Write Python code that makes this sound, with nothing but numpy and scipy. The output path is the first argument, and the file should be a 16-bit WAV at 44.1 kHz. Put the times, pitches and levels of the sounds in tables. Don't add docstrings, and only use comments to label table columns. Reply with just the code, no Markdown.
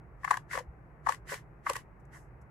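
import sys
import numpy as np
from scipy import signal
from scipy.fft import rfft, irfft
from scipy.io import wavfile
from scipy.ndimage import uniform_filter1d

SR = 44100
rng = np.random.default_rng(int(sys.argv[2]) if len(sys.argv) > 2 else 0)


def dump_mix(stems):
    frames = np.atleast_2d(stems).T
    limited = np.clip(frames, -1, 1)
    pcm = np.round(limited * 32767).astype(np.int16)
    wavfile.write(sys.argv[1], SR, pcm)


def how_loud(loudness_db):
    steps = np.asarray(loudness_db, float) / 20
    return 10 ** steps


N = 110250

# (frequency [Hz], width [Hz], relative level [dB])
LOWER_MODES = [(790, 120, -7), (935, 110, -2), (1110, 120, 0), (1300, 160, -12)]
# (frequency [Hz], width [Hz], relative level [dB])
UPPER_MODES = [(1460, 305, -3.5), (1858, 243, 3), (2076, 280, -2.5), (2740, 242, -19)]


def evened(x):
    return x / np.sqrt(np.mean(x ** 2) + 1e-20)


def topped(x):
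    return x / (abs(x).max(axis=-1, keepdims=True) + 1e-20)


def read(points, hz):
    f, value = np.transpose(points)
    return np.interp(np.log(hz + 1), np.log(f + 1), value)


def add(mix, s, sound):
    part = mix[..., round(s * SR):][..., :sound.shape[-1]]
    part += sound[..., :part.shape[-1]]


def ports(a, b, same, balance):
    hz = np.fft.rfftfreq(N, 1 / SR)
    likeness = np.clip(read(same, hz), 0, 1)
    tilt = how_loud(read(balance, hz) / 2)
    a, b = rfft(a), rfft(b)
    left = a * tilt
    right = (likeness * a + np.sqrt(1 - likeness * likeness) * b) / tilt
    return irfft(np.array([left, right]), N)


def fan():
    # (frequency [Hz], relative level [dB])
    colour = [(12, -49.5), (25, -11), (38, -22), (57, 6.85), (75, -13), (95, -19.5), (119, 1.6),
              (131, -7.5), (145, 0), (175, -10.5), (250, -20), (330, -15), (500, -19.5), (800, -21),
              (1200, -23.5), (2000, -29), (2600, -40), (3300, -59.5), (4500, -61), (16000, -62)]
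    # (frequency [Hz], left-right likeness [0-1])
    same = [(60, .92), (240, .88), (600, .55), (1500, .15), (15000, .2)]
    # (frequency [Hz], left minus right [dB])
    balance = [(40, -3.5), (240, -.5), (950, 2.5), (3770, 3), (15000, 0)]
    level_db, patch_db = -52.5, 1
    frames, hz = N // 1024 + 5, np.fft.rfftfreq(4096, 1 / SR)
    a, b, patches = rng.standard_normal((frames, len(hz), 2, 3)).T
    patches = uniform_filter1d(patches[0], size=12, axis=0)
    patches = evened(uniform_filter1d(patches, size=4, axis=1))
    shape = how_loud(read(colour, hz)[:, None] + patch_db * patches)
    spectra = np.array([a[0] + 1j * a[1], b[0] + 1j * b[1]]) * shape
    paths = evened(signal.istft(spectra, nperseg=4096, noverlap=3072)[1][:, :N])
    return how_loud(level_db) * ports(*paths, same, balance)


def bump():
    time_s, pitch_hz, level_db, length_s = .668, 58, -38, .045
    out, t = np.zeros(N), np.arange(0, length_s, 1 / SR)
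    swell = np.sin(np.pi * t / length_s)
    add(out, time_s, how_loud(level_db) * swell * np.sin(2 * np.pi * pitch_hz * t))
    return out


def room(x):
    t60_s, level_db = .09, -13
    t = np.arange(6000) / SR
    tail = rng.standard_normal((2, len(t))) * how_loud(-60 * t / t60_s) * (t > .003)
    return how_loud(level_db) * signal.fftconvolve(x, tail / np.linalg.norm(tail[0]), axes=1)[:, :N]


def ring(x, modes):
    out = 0
    for k, (hz, width, db) in enumerate(modes):
        r, w = np.exp(-np.pi * width / SR), 2 * np.pi * hz / SR
        mode = signal.lfilter([(1 - r) * np.sin(w)], [1, -2 * r * np.cos(w), r * r], x)
        out = out + (-1) ** k * how_loud(db) * mode
    return out


def hiss(x):
    # (frequency [Hz], relative level [dB])
    colour = [(800, -40), (2300, -3.5), (3000, -4.5), (3600, -9.5), (6600, -8.5), (8000, -7.5), (9000, -14),
              (10900, -11), (13200, -22.5), (16000, -35)]
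    hz = np.fft.rfftfreq(x.shape[-1], 1 / SR)
    return irfft(rfft(x) * how_loud(read(colour, hz)), x.shape[-1])


def thin(x):
    return signal.sosfilt(signal.butter(5, [5300, 14100], "band", fs=SR, output="sos"), x)


def push(time_s, spiky=0):
    stretch, roundness = 1.5, 2.2
    u = np.arange(8820) / SR / max(stretch * time_s, .0003)
    noise = rng.standard_normal((2, len(u)))
    return (u * np.exp(1 - u)) ** roundness * noise * abs(noise) ** spiky


def ticks():
    # (start [s], peak ahead of body filter and ports [dB], time scale given to push [s])
    events = [(1.993, -72.5, .006), (2.051, -66, .002), (2.112, -55.5, 0.03), (2.411, -66, 0.0043)]
    out = np.zeros((2, N))
    for s, db, time_s in events:
        add(out, s, how_loud(db) * topped(thin(hiss(push(time_s))[:, :8000])))
    return out


def knocks():
    # (start [s], peak ahead of body filter and ports [dB], time scale given to push [s])
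    events = [(.308, -32.5, 0.0026), (.54, -32.5, 0.0077), (.573, -27.5, 0.0014), (.585, -41.5, 0.0075),
              (.605, -38.5, 0.001), (1.092, -36, 0.006), (1.315, -28.5, .007), (1.696, -27.5, 0.0047),
              (1.757, -36.5, 0.0033)]
    handle = [(505, 65, 0)]  # (frequency [Hz], width [Hz], level [dB])
    out = np.zeros((2, N))
    for s, db, push_s in events:
        add(out, s, how_loud(db) * topped(ring(push(push_s), handle)))
    return out


def stroke_db(t, start, fastest, end):
    depth_db, bend = 32.5, 1.906
    rising = (fastest - t) / (fastest - start)
    falling = (t - fastest) / (end - fastest)
    away = np.where(t < fastest, rising, falling)
    return -depth_db * np.minimum(away, 4) ** bend


def rubbing():
    # (start [s], fastest [s], end [s], hiss level [dB], upper ring level [dB]),
    # levels at the fastest moment, ahead of body filter and ports
    strokes = [(0.199, 0.324, .43, -54, -48.5), (0.488, 0.538, 0.6354, -46, -40),
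               (1.04, 1.107, 1.19, -49.5, -45.5), (1.26, 1.314, 1.42, -45.5, -42.5),
               (1.636, 1.701, 1.753, -48.5, -43.5), (1.717, 1.762, 1.84, -53.5, -52),
               (2.101, 2.143, 2.24, -68, -55.5)]
    grains_per_s, spread_db = 2900, 2
    lower_db, lower_steep = -2.5, 3.3
    upper_lead_s, lower_lag_s = .004, .014
    t = np.arange(N) / SR
    draw, noise = rng.random((2, N)), rng.standard_normal((2, N))
    spread = np.minimum(rng.exponential(1, (2, N)), 4)
    grains = evened(how_loud(spread_db * spread) * np.sign(noise) * (draw < grains_per_s / SR))
    air = upper = lower = 0
    for start, fastest, end, hiss_db, ring_db in strokes:
        air = air + how_loud(hiss_db + stroke_db(t, start, fastest, end))
        upper = upper + how_loud(ring_db + stroke_db(t + upper_lead_s, start, fastest, end))
        late_db = stroke_db(t - lower_lag_s, start, fastest, end)
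        lower = lower + how_loud(ring_db + lower_db + lower_steep * late_db)
    air_sound = air * evened(hiss(noise + .27 * grains))
    upper_sound = ring(upper * grains, UPPER_MODES) / np.std(ring(grains, UPPER_MODES))
    lower_sound = ring(lower * grains, LOWER_MODES) / np.std(ring(grains, LOWER_MODES))
    return air_sound + upper_sound + lower_sound


def jolts():
    # (time [s], lower ring peak ahead of body filter and ports [dB], upper ring re lower [dB],
    # paper crackle re lower [dB], tear time scale given to push and lead of the burst start [s])
    events = [(0.233, -43.5, 2, -5, 0.0024), (.243, -29, 0.5, -13, 0.0012),
              (0.246, -24.5, 1.5, -12.5, 0.0019), (0.277, -25.5, -2.5, -23, 0.0016),
              (0.306, -23.5, 1.5, -4.5, 0.00083), (.309, -12.5, -5.5, -11, 0.001),
              (.314, -22.5, -6, -8, 0.001), (0.331, -34, 4, -23, 0.0017), (.340, -26, 2.5, -7, 0.0011),
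              (.345, -33, -16, -25, 0.0048), (0.37, -29, -0.5, -1.5, 0.0014),
              (.511, -48.5, 14, -11, 0.0031), (.532, -37.5, 12.5, -18, 0.00171),
              (.553, -44, 16.5, -26, 0.00053), (.574, -27, 1.5, -4.5, 0.0012),
              (.585, -32.5, -2.5, -2, 0.0044), (1.063, -24.5, -8, -14.5, 0.0012),
              (1.068, -17.5, -7, -18, .0012), (1.087, -21.5, -5, -10.5, 0.0016),
              (1.09, -14, -28, -11, .0018), (1.121, -32, 4.5, 1.5, 0.0014), (1.144, -41.5, 0.5, 4.5, .0015),
              (1.289, -43.5, 1.5, -10, 0.0033), (1.32, -43, 12, -8, .001), (1.328, -46.5, 15, 7, 0.00098),
              (1.34, -47, 0, 17, 0.0019), (1.347, -58, -5, -7, .0015), (1.377, -57.5, 12, -2.5, 0.0025),
              (1.66, -36.5, -5, -9, .003), (1.666, -22, -1, -19, 0.0029), (1.692, -24.5, -8, -6, 0.0018),
              (1.696, -21.5, -8, 1.5, 0.0016), (1.732, -38.5, -14, 10.5, 0.0017),
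              (1.754, -35, 6, 6.5, 0.0032), (1.762, -33, -2, 5.5, 0.0021)]
    crackle_lag_s = .0015
    snap_edge = signal.butter(3, 720, "high", fs=SR, output="sos")
    out = np.zeros((2, N))
    for s, db, upper_db, crackle_db, tear_s in events:
        snap = signal.sosfilt(snap_edge, push(tear_s))
        lower = topped(ring(snap, LOWER_MODES))
        upper = how_loud(upper_db) * topped(ring(snap, UPPER_MODES))
        add(out, s - tear_s, how_loud(db) * (lower + upper))
        crackle = hiss(push(1.1 * tear_s, spiky=2.2))[:, :4000]
        add(out, s - tear_s + crackle_lag_s, how_loud(db + crackle_db) * topped(crackle))
    return out


def scissors():
    # (frequency [Hz], left-right likeness [0-1])
    same = [(60, 0.47), (500, 0.85), (1000, 0.47), (2000, 0.45), (4000, 0.21), (15000, .1)]
    # (frequency [Hz], left minus right [dB])
    balance = [(130, -.6), (290, 4), (640, 4), (1100, 7), (2200, 1.5), (6000, 7.5), (10500, -4.5),
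               (15000, -9.5)]
    # (time [s], added left minus right [dB])
    path = [(.2, 1), (.6, -1), (1.1, 1), (1.3, -3), (1.7, -3), (2.2, -3)]
    drift = how_loud(np.interp(np.arange(N) / SR, *np.transpose(path)) / 2)
    body_edge = signal.butter(2, 496, "high", fs=SR, output="sos")
    body = signal.sosfilt(body_edge, ticks() + knocks() + rubbing() + jolts())
    return ports(*body, same, balance) * [drift, 1 / drift]


def scene():
    near = scissors()
    return fan() + bump() + room(near) + near


def top_cut(x):
    return signal.sosfilt(signal.butter(12, 16400, fs=SR, output="sos"), x)


def record(dry):
    return top_cut(dry)


dry = scene()
out = record(dry)
dump_mix(out)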